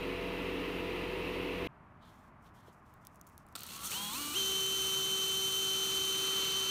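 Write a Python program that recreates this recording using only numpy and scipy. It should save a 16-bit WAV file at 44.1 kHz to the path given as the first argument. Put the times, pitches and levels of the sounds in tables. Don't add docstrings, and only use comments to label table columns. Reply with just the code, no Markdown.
import sys
import numpy as np
from scipy import signal
from scipy.fft import rfft, irfft
from scipy.io import wavfile

SR = 44100
rng = np.random.default_rng(int(sys.argv[2]) if len(sys.argv) > 2 else 0)


def natural_amplitude(level_db):
    exponent = np.asarray(level_db, float) / 20
    return 10 ** exponent


def file_out(sig):
    cols = np.atleast_2d(sig).T
    lim = np.clip(cols, -1, 1)
    pcm = np.round(lim * 32767).astype(np.int16)
    wavfile.write(sys.argv[1], SR, pcm)


N = 295470
TIME_S = np.arange(N) / SR
CABINET_ENDS_S, TRIGGER_S = 1.674, 3.5527
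FULL_SPEED_HZ = 385


def at_hz(points, hz):
    table_hz, table_db = np.transpose(points)
    return np.interp(np.log(np.maximum(hz, 1)), np.log(table_hz), table_db)


def rms_one(x):
    return x / np.sqrt(np.mean(x ** 2) + 1e-20)


def white():
    return rng.standard_normal(N)


def drift(rate):
    stride = 40
    r = np.exp(-2 * np.pi * rate * stride / SR)
    coarse = rng.standard_normal(N // stride + 2002)
    slow = signal.lfilter([1], [1, -2 * r, r * r], coarse)[2000:]
    return np.interp(np.arange(N) / stride, np.arange(len(slow)), rms_one(slow))


def coloured(x, spectrum, peaks=(), edge_db=-25):
    hz = np.fft.rfftfreq(N, 1 / SR)
    lowest_hz, lowest_db = spectrum[0]
    db = at_hz([(lowest_hz / 2, lowest_db + edge_db)] + list(spectrum), hz)
    for centre, width, top in peaks:
        db = db + top / (1 + (2 * (hz - centre) / width) ** 2)
    return rms_one(irfft(rfft(x) * natural_amplitude(db), N))


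def grains(per_s, spread_db):
    sizes = natural_amplitude(spread_db * np.minimum(rng.exponential(1, N), 5)) * rng.choice([-1, 1], N)
    return rms_one(sizes * (rng.random(N) < per_s / SR))


def after(s, fade):
    return np.clip((TIME_S - s) / fade, 0, 1)


def drill():
    # t/s, f/Hz (turns per second)
    speed_steps = [(3.56, 45), (3.7, 63), (3.725, 67.5), (3.832, 71.5), (3.85, 79), (3.905, 87),
                   (3.918, 153), (3.948, 184), (3.976, 197.4), (4.03, 204), (4.09, 206), (4.125, 220),
                   (4.162, 262), (4.2, 290), (4.335, 296), (4.35, 345), (4.363, 384), (4.376, 394),
                   (4.42, 385.6), (4.5, 384.5)]
    gear_ratio = 11.42
    speed = np.interp(TIME_S, *np.transpose(speed_steps))
    chuck_hz = speed / gear_ratio
    chuck = 2 * np.pi * np.cumsum(chuck_hz) / SR
    octaves = np.log2(speed / FULL_SPEED_HZ)
    shake = .001 * drift(12) + .0016 * np.sin(chuck) + .002 * np.sin(chuck / 2 + drift(3))
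    speed = speed * (1 + shake)
    octaves = np.log2(speed / FULL_SPEED_HZ)
    rotor = 2 * np.pi * np.cumsum(speed) / SR

    wake_s = 0.26
    asleep = np.exp(-(np.maximum(TIME_S - TRIGGER_S, 0) / wake_s) ** 2)
    effort = strain()

    def layer_db(full_db, octave_db, strain_db, start_db):
        return full_db + octave_db * octaves + strain_db * effort - start_db * asleep

    worn_s = np.maximum(TIME_S - 5.7, 0)
    tone_db = layer_db(3.57, 2.45, 1.4, 18)
    gear_db = layer_db(-44, 4.5, 5, -3) + 2.1 * worn_s + 0.59 * drift(2.5)
    hiss_db = layer_db(-43, 1.44, 5, 8.5) - 1.5 * worn_s + 0.14 * drift(8.3) - octaves * drift(33)
    bench_db = layer_db(-58.5, 0.1, 3.5, 7.5) + 0.5 * drift(4.1)

    tones = motor_whine(speed, rotor, octaves) + gearbox_hum(rotor, chuck, octaves)
    layers = np.sqrt(2) * natural_amplitude(tone_db) * tones
    layers += natural_amplitude(gear_db) * gear_noise(rotor, chuck)
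    layers += natural_amplitude(hiss_db) * sanding_hiss(rotor, chuck, chuck_hz)
    layers += natural_amplitude(bench_db) * bench_rumble()
    layers += controller_whistle(effort)
    return after(TRIGGER_S, 0.0047) * layers


def strain():
    squeezes = [(3.715, 0.74), (3.845, 1), (3.922, 0.6), (4.15, 0.4), (4.37, 0.42)]
    rise_s, fall_s = 0.023, 0.069
    effort = np.zeros(N)
    for s, size in squeezes:
        decay = np.where(TIME_S < s, ((s - TIME_S) / rise_s) ** 2, (TIME_S - s) / fall_s)
        effort += size * np.exp(-decay)
    return effort


def motor_whine(speed, rotor, octaves):
    orders = [(0.97, -40.5, 3), (1.95, -56, 12), (3.08, -58, 6), (4.05, -47, 2), (5.1, -48.5, 1),
              (6.945, -53.5, 25), (7.88, -38, 11), (9.05, -53, 36), (10.24, -50, -2), (11.1, -50.5, 34),
              (12.5, -62, -7), (14, -60, -6), (15, -42.5, 61), (16.49, -41, 0), (17.11, -48.5, 39),
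              (19.48, -59, -10.5), (23, -57, 33), (24.1, -64, 21)]
    # f/Hz, relative level/dB
    casing = [(60, -25), (200, -14.5), (385, -10.5), (640, -19.5), (830, -6.5), (1100, -2.5), (1380, -9.5),
              (1600, -21.5), (1950, -27), (2400, -11.5), (3080, -0.5), (3700, -11.5), (4300, -9),
              (4750, -31), (6100, -9)]
    slot_order, start_up_hz, mute_db = 16, 120, 11
    starting = 1 / (1 + (speed / start_up_hz) ** 8)
    whine = np.zeros(N)
    for k, db, slope_db in orders:
        tone_db = db + slope_db * octaves + at_hz(casing, k * speed)
        if round(k) != slot_order:
            tone_db = tone_db - mute_db * starting
        rough_db = (1.0 - 0.74 * octaves) * drift(37)
        whine += natural_amplitude(tone_db + rough_db) * np.sin(round(k) * rotor + 2 * np.pi * rng.random())
    return whine * after(3.7, 0.026)


def gearbox_hum(rotor, chuck, octaves):
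    orders = [(2, -71.5), (4, -65.5), (5.5, -74.5)]
    hum = sum(natural_amplitude(db + 32 * octaves + 3.1 * drift(26)) * np.sin(k * chuck) for k, db in orders)
    return hum + natural_amplitude(-60) * np.sin(rotor) * np.sin(2 * chuck)


def gear_noise(rotor, chuck):
    # f/Hz, relative level/dB per Hz
    spectrum = [(200, -21), (300, -7.5), (504, -12), (701, -16.5), (1000, -10), (1350, -4.5), (1600, -12.5),
                (2100, -13), (2900, -6), (3500, -9.5), (4210, -2.5), (5000, -13.5), (7000, -25),
                (15700, -36), (16100, -78)]
    throb = (1 + 0.39 * np.sin(rotor)) * (1 + 0.067 * np.sin(chuck))
    return coloured(white() * throb, spectrum, edge_db=-9)


def sanding_hiss(rotor, chuck, chuck_hz):
    # f/Hz, relative level/dB per Hz
    spectrum = [(3500, -7), (4500, -34), (5300, -10.5), (6200, -5.5), (7300, -8.5), (8900, -5),
                (10600, -14.5), (12500, -7.5), (13800, -12.5), (15300, -8), (16100, -46), (16500, -66)]
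    grains_per_s = 30 * chuck_hz * natural_amplitude(4 * drift(37))
    grit = white() + .5 * grains(grains_per_s, spread_db=1.0)
    throb = (1 + 0.051 * np.sin(rotor + 1)) * (1 + 0.058 * np.sin(chuck + 2))
    return coloured(grit * throb, spectrum)


def bench_rumble():
    # f/Hz, relative level/dB per Hz
    spectrum = [(40, -28), (65, -1), (100, -28), (150, -3.5), (220, -0.5), (330, -20), (600, -43)]
    return coloured(white(), spectrum)


def controller_whistle(effort):
    # f/Hz, relative level/dB
    tones = [(11014, -8), (11262, -7)]
    lag_s = 0.01
    swell = np.interp(TIME_S - lag_s, TIME_S, effort) ** 2 * (1 - after(3.84, .04))
    whistle = sum(natural_amplitude(db + 3.5 * drift(28)) * np.sin(2 * np.pi * hz * TIME_S) for hz, db in tones)
    return natural_amplitude(-44) * swell * whistle


def cabinet():
    # multiple of the turning rate, relative level/dB
    orders = [(1, -2.5), (2, -6), (3, -17), (4, -2), (8, -6), (9, -36), (10, 1.5), (11, 4), (13, -22),
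              (39, -15), (85, -46), (86, -22), (87, -26), (88, -24), (89, -24), (90, -20)]
    # f/Hz, relative level/dB
    whistles = [(271.4, -3), (675.4, -8.5), (2252, -14.5), (2630, -13), (3138, -15), (4505, -25.5)]
    # f/Hz, relative level/dB per Hz
    rush_spectrum = [(34, -34), (58, -9.5), (130, -10), (185, -7), (223, -8), (487, -12.5), (548, -9.5),
                     (763, -15), (967, -7), (1590, -17.5), (2610, -13), (7560, -40), (13700, -45),
                     (15400, -42), (16500, -73)]
    # f/Hz, width/Hz, level/dB above the rush
    box = [(298, 29, 7.5), (377, 100, 15), (1070, 160, -1.5), (2000, 200, 5), (2700, 620, 6.5),
           (4200, 160, 1), (9570, 680, 10.5), (13350, 1500, 13)]
    turn_hz = 44.7
    turns = np.cumsum(turn_hz * (1 + .0002 * drift(1.5))) / SR
    tones = np.zeros(N)
    for k, db in orders:
        tones += natural_amplitude(db + 0.63 * drift(2.7)) * np.sin(2 * np.pi * (k * turns + rng.random()))
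    seconds = turns / turn_hz
    for hz, db in whistles:
        tones += natural_amplitude(db + 2.84 * drift(3.3)) * np.sin(2 * np.pi * hz * seconds)
    rush = coloured(white(), rush_spectrum, box) * natural_amplitude(.35 * drift(8))
    return natural_amplitude(-49.5) * np.sqrt(2) * tones + natural_amplitude(-40) * rush


def trigger():
    # f/Hz, relative level/dB, 60 dB decay time t60/s
    modes = [(1330, -13, 0.016), (4100, -2, 0.0029), (5370, -15, 0.0053), (8240, -2, 0.002),
             (13200, -6, 0.0027), (247, -24, 0.019)]
    rattle_s = 0.011
    rattle = after(TRIGGER_S, 0.00039) * (1 - after(TRIGGER_S + rattle_s, 0.0029))
    out = np.zeros(N)
    for hz, db, t60 in modes:
        force = 0.38 * rattle * grains(3610, spread_db=4.5) + 1e-18
        force[round((TRIGGER_S + .0008) * SR)] += 3
        r, w = natural_amplitude(-60 / (t60 * SR)), 2 * np.pi * hz / SR
        out += natural_amplitude(db) * signal.lfilter([0, np.sin(w)], [1, -2 * r * np.cos(w), r * r], force)
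    return natural_amplitude(-43) * out


def snaps():
    paper_snaps = [(2.6805, -59), (2.9386, -49), (3.0501, -43), (3.069, -32), (3.0738, -55), (3.1447, -55),
                   (3.1577, -43.5), (3.1955, -55), (3.2122, -39), (3.2668, -49), (3.2707, -40),
                   (3.2757, -51), (3.2895, -52), (3.2922, -55), (3.2974, -54), (3.3782, -34), (3.4655, -47),
                   (3.4864, -53), (3.5254, -48.5), (3.5917, -31.5), (3.6064, -28.5), (3.6194, -38),
                   (3.6331, -27), (3.6377, -35), (3.665, -32), (3.686, -36), (3.696, -37)]
    give_s, tail_share, tail_s = .0009, 0.12, 0.0022
    out, t = np.zeros(N), np.arange(600) / SR
    edge = signal.butter(2, [4900, 16500], "band", fs=SR, output="sos")
    for s, db in paper_snaps:
        tick = rng.standard_normal(600) * (np.exp(-t / 0.00031) + tail_share * np.exp(-t / tail_s))
        tick[0] += 2
        tick = signal.sosfilt(edge, tick)
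        out[round((s + give_s) * SR):][:600] += natural_amplitude(db) * tick / np.abs(tick).max()
    return out


def handling():
    # f/Hz, relative level/dB per Hz
    swish_spectrum = [(2400, -10), (3200, 5), (4300, -2), (6000, -19), (9000, -40)]
    # f/Hz, relative level/dB per Hz
    scuff_spectrum = [(2000, -33), (5500, -1.5), (9000, -5), (15000, -7), (16300, -23)]
    swish = natural_amplitude(0.37 * drift(37)) * coloured(white(), swish_spectrum)
    rough = white() + .4 * grains(900 * natural_amplitude(4 * drift(25)), spread_db=3.0)
    scuff = coloured(rough, scuff_spectrum) * natural_amplitude(2.4 * drift(30))
    held = after(2.4, .02) * natural_amplitude(-86 + 4.5 * drift(11))
    dull = rustle(column=2, sag_db_per_s=60) * swish
    bright = (rustle(column=3, sag_db_per_s=23) + held) * scuff
    return dull + bright


def rustle(column, sag_db_per_s):
    moves = [(1.994, 0.042, -68.5, -80), (2.053, 0.19, -74, -76.5), (2.43, .004, -71, -75),
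             (2.527, 0.11, -74.5, -80.5), (2.652, .006, -73, -88), (2.83, .05, -84, -86),
             (2.915, .006, -83, -91), (3.017, .02, -78, -79), (3.11, 0.0078, -88, -93),
             (3.25, .02, -87, -81), (3.35, 0.018, -84, -84), (3.443, .015, -87.5, -91.5)]
    rise_s, fall_s = 0.034, 0.065
    t = np.arange(0, N / SR, .001)
    shape = np.zeros(len(t))
    for row in moves:
        start_s, hold_s = row[:2]
        top = t - start_s - rise_s
        rise = np.clip(1 + top / rise_s, 0, 1)
        fall = np.clip(1 - (top - hold_s) / fall_s, 0, 1)
        shape += natural_amplitude(row[column] - sag_db_per_s * np.maximum(top, 0)) * (rise * fall) ** 2
    return np.interp(TIME_S, t, shape)


def thuds():
    # t/s, peak level/dB
    landings = [(2.476, -56), (2.681, -48)]
    out, t = np.zeros(N), np.arange(4000) / SR
    low_band = signal.butter(2, [120, 450], "band", fs=SR, output="sos")
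    for s, db in landings:
        push = signal.sosfilt(low_band, rng.standard_normal(4000) * np.exp(-t / 0.0082))
        out[round(s * SR):][:4000] += natural_amplitude(db) * push / np.abs(push).max()
    return out


def workshop():
    # f/Hz, relative level/dB per Hz
    spectrum = [(15, -46), (25, -17), (92, -5.5), (238, -11.5), (275, -15), (399, -19.5), (544, -25),
                (591, -17.5), (823, -17.5), (1100, -14.5), (2570, -33.5), (3500, -48), (4550, -59),
                (7700, -120)]
    sink_db = 1.0 * np.clip(TIME_S - CABINET_ENDS_S, 0, 1.2)
    return natural_amplitude(-57.5 - sink_db) * coloured(white(), spectrum)


def mic_hiss():
    return natural_amplitude(-85) * coloured(white(), [(2000, 8.5), (8000, -6), (13000, -6), (16000, -35)])


def scene():
    bench = drill() + trigger() + snaps() + handling() + thuds() + workshop() + mic_hiss()
    first = cabinet() * (1 - after(CABINET_ENDS_S - .001, 0.0016))
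    mono = first + bench * after(CABINET_ENDS_S, 0.016)
    return np.array([mono, mono])


def band_limit(x):
    return signal.sosfilt(signal.butter(12, 16790, fs=SR, output="sos"), x)


def record(dry):
    top_cut = signal.cheby2(12, 40, 16300, fs=SR, output="sos")
    mix = signal.sosfilt(top_cut, dry)
    return band_limit(mix)


dry = scene()
out = record(dry)
file_out(out)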